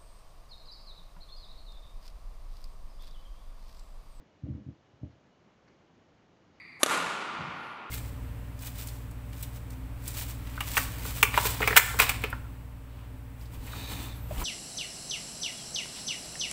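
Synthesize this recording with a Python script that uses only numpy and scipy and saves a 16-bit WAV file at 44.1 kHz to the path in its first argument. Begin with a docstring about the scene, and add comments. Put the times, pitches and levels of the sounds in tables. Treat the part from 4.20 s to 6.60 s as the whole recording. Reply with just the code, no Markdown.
"""Dull bumps and short rubs from two cats grooming on soft fabric, close to a small microphone.
They come through the bedding and the microphone's case, which rings at its own low pitches.
Fur brushes faintly over the fabric, with a small wet lick now and then.
Behind it all are the steady noise of a quiet room and the microphone's hiss."""
import sys
import numpy as np
from scipy import signal
from scipy.fft import rfft, irfft
from scipy.io import wavfile

SR = 44100
rng = np.random.default_rng(int(sys.argv[2]) if len(sys.argv) > 2 else 0)


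def store_pcm(level_fs):
    """Save levels as 16-bit WAV."""
    pcm = np.round(np.clip(level_fs, -1, 1) * 32767).astype(np.int16)
    wavfile.write(sys.argv[1], SR, np.atleast_2d(pcm).T)


N = 105840
T = np.arange(N) / SR


# Soft knocks: (time [s], relative level [dB], bass fades below [Hz], treble fades above [Hz])
KNOCKS = [(0.005, -51.5, 89.5, 480), (0.224, -45, 132.4, 213), (0.237, -19, 128, 131.3),
          (0.267, -39, 123, 442), (0.287, -24.5, 215, 210), (0.3021, -18, 124, 123.4),
          (0.3243, -31, 44.7, 200), (0.350, -25, 174.5, 173), (0.363, -29.5, 173, 222),
          (0.3791, -32, 232, 248), (0.411, -31, 171.4, 188), (0.465, -26, 143, 143),
          (0.4878, -30, 116, 191), (0.5065, -38.5, 247, 310), (0.583, -55, 53, 128),
          (0.736, -47.5, 95, 158), (0.8161, -34.5, 128, 129), (0.833, -40, 400, 527),
          (0.8327, -24.5, 103.5, 177), (0.8561, -49, 47.2, 411), (0.879, -37.5, 121, 161),
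          (0.896, -40, 177, 194), (0.930, -51, 67, 87)]
def bumps():
    """Each padded knock is one rounded push that sets the case ringing."""
    force = np.zeros(N)
    for time, db, low_hz, high_hz in KNOCKS:
        click = np.zeros(N)
        click[int(time * SR)] = from_db(db - 6)
        force += soft_contact(click, low_hz, high_hz)
    return ringing_case(force)


# Fabric drags: (start [s], length [s], level [dB], bass fades below [Hz], treble fades above [Hz])
DRAGS = [(0.000, 0.027, -60, 163, 383), (0.248, 0.054, -45, 152, 350), (0.281, 0.081, -45, 90.7, 293),
         (0.381, 0.045, -50, 149, 321), (0.464, 0.029, -47.5, 110, 322), (0.83, 0.034, -58, 280, 700),
         (0.890, 0.081, -66, 50, 221)]
def rubs():
    """Fabric dragging over the case shakes it with a run of tiny slips."""
    force = np.zeros(N)
    for start, length, db, low_hz, high_hz in DRAGS:
        slips = soft_contact(tiny_clicks(per_s=820, spread_db=4), low_hz, high_hz)
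        slips /= np.std(ringing_case(slips))  # so the level applies after the ringing
        force += from_db(db) * stroke(start, length, attack_s=0.008, release_s=0.014) * slips
    return ringing_case(force)


# Tones of the case and what it rests on: (pitch [Hz], relative level [dB], time to fade by 60 dB [s])
CASE_TONES = [(81, 2.6, 0.11), (117, -1, 0.1), (137, -7.5, 0.13), (158.8, -11, 0.154), (210.9, -4, 0.1),
              (260.1, -10, 0.112), (287.2, 2.5, 0.11), (324.7, -12, 0.238), (393.6, -13, 0.13),
              (503.7, -5, 0.086), (599, -2, 0.056), (660.5, -20.5, 0.21)]
def ringing_case(force):
    """A push makes the case ring at several low pitches; the microphone passes no deep bass."""
    tones = sum(from_db(db) * ring(force, hz, fade_s) for hz, db, fade_s in CASE_TONES)
    return cut_bass(tones, below_hz=67)


# How loudly the fur brushes: (time [s], level [dB])
FUR_LEVELS = [(0, -68), (.18, -72), (.33, -66), (.45, -71.5), (.65, -73.5), (1.0, -74), (1.07, -66),
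              (1.14, -76), (1.29, -66), (1.39, -72.5), (1.51, -64), (1.57, -73), (1.61, -66), (1.67, -70),
              (1.74, -67.5), (1.92, -69.5), (2.0, -68), (2.08, -72), (2.4, -67.5)]
# Its mix of low and high sound: (frequency [Hz], relative level [dB])
FUR_COLOUR = [(50, -30), (140, 0.5), (330, 1.5), (500, -8), (1000, -13.5), (2200, -14.5), (4000, -36.5),
              (8000, -39)]
def fur_rustle():
    """Fur brushes softly and unevenly over the fabric."""
    flutter_db = 1.3 * narrow_noise(hz=0, width_hz=14)
    level_db = np.interp(T, *np.transpose(FUR_LEVELS)) + flutter_db
    return from_db(level_db) * coloured(rng.standard_normal(N), FUR_COLOUR)


# Strokes of the tongue: (start [s], length [s], level [dB])
TONGUE_STROKES = [(0.902, 0.025, -75), (1.473, 0.011, -67), (1.516, 0.037, -78), (1.672, 0.0044, -78),
                  (1.736, 0.004, -78), (2.16, 0.013, -73.5), (2.335, 0.056, -75)]
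# Their mix of low and high sound: (frequency [Hz], relative level [dB])
TONGUE_COLOUR = [(100, -8.5), (400, -12), (1200, 4), (2200, 4), (3200, -13), (4400, -0.5), (6500, -10),
                 (8000, -41)]
def licks():
    """A tongue passing over fur makes a short burst of fine, bright clicks."""
    loudness = sum(from_db(db) * stroke(start, length, attack_s=0.0069, release_s=0.0086)
                   for start, length, db in TONGUE_STROKES)
    return loudness * coloured(tiny_clicks(per_s=2200, spread_db=0.5), TONGUE_COLOUR)


# Room noise and microphone hiss: (frequency [Hz], relative level [dB])
ROOM_COLOUR = [(20, -16), (45, -6), (90, 2.5), (160, 1.5), (330, -3), (600, -3.5), (1000, -9), (2000, -16),
               (3200, -18), (5000, -24), (6800, -26), (7600, -37.5), (8400, -26.5)]
def room_noise():
    """The room and the microphone give a steady noise with a faint whine in it."""
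    noise = from_db(-65) * coloured(rng.standard_normal(N), ROOM_COLOUR)
    whine = from_db(-88) * narrow_noise(hz=2921, width_hz=18)
    return noise + whine


def soft_contact(pushes, low_hz, high_hz):
    """Round off each push: a light touch carries little bass, a padded one little treble."""
    hz = np.maximum(np.arange(N + 1) * SR / (2 * N), 1)
    gain = 1 / np.sqrt((1 + (hz / high_hz) ** 6) * (1 + (low_hz / hz) ** 4))
    return irfft(rfft(pushes, 2 * N) * gain)[:N]


def ring(force, hz, fade_s):
    """Each click starts a pure tone that fades by 60 dB in fade_s."""
    decay = np.exp(-np.log(1000) / (fade_s * SR))
    angle = 2 * np.pi * hz / SR
    return signal.lfilter([0, np.sin(angle)], [1, -2 * decay * np.cos(angle), decay ** 2], force + 1e-18)


def tiny_clicks(per_s, spread_db):
    """Tiny slips of uneven size at random moments."""
    sizes = from_db(spread_db * np.minimum(rng.exponential(1, N), 4))
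    return (rng.random(N) < per_s / SR) * sizes * rng.choice([-1, 1], N)


def stroke(start, length, attack_s, release_s):
    """Loudness that rises, holds and dies away."""
    rise = np.clip((T - start) / attack_s, 0, 1)
    return rise * np.exp(-np.maximum(T - start - length, 0) / release_s)


def coloured(noise, points):
    """Shape noise to follow (frequency [Hz], level [dB]) points, at strength 1."""
    hz, db = np.transpose(points)
    frequencies = np.maximum(np.arange(N // 2 + 1) * SR / N, 1)
    gain = from_db(np.interp(np.log(frequencies), np.log(hz), db))
    return unit_strength(irfft(rfft(noise) * gain, N))


def narrow_noise(hz, width_hz):
    """Noise gathered around one frequency, at strength 1."""
    frequencies = np.arange(N // 2 + 1) * SR / N
    bell = 1 / (1 + ((frequencies - hz) / width_hz) ** 2)
    return unit_strength(irfft(rfft(rng.standard_normal(N)) * bell, N))


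def cut_bass(x, below_hz):
    """Turn down the deepest sound."""
    return signal.sosfilt(signal.butter(5, below_hz, "high", fs=SR, output="sos"), x + 1e-18)


def from_db(db):
    """Turn decibels into a number to multiply by."""
    return 10 ** (np.asarray(db) / 20)


def unit_strength(x):
    """Scale a sound so its average strength (rms) is 1."""
    return x / np.sqrt(np.mean(x ** 2) + 1e-20)


def scene():
    """All the sounds add up at one close microphone."""
    return (bumps() + rubs() + fur_rustle() + licks() + room_noise())[None]


def record(dry):
    """The recorder cuts the highest treble steeply: 60 dB down from 8900 Hz up."""
    return signal.sosfilt(signal.cheby2(12, 60, 8900, fs=SR, output="sos"), dry)


dry = scene()
out = record(dry)
store_pcm(out)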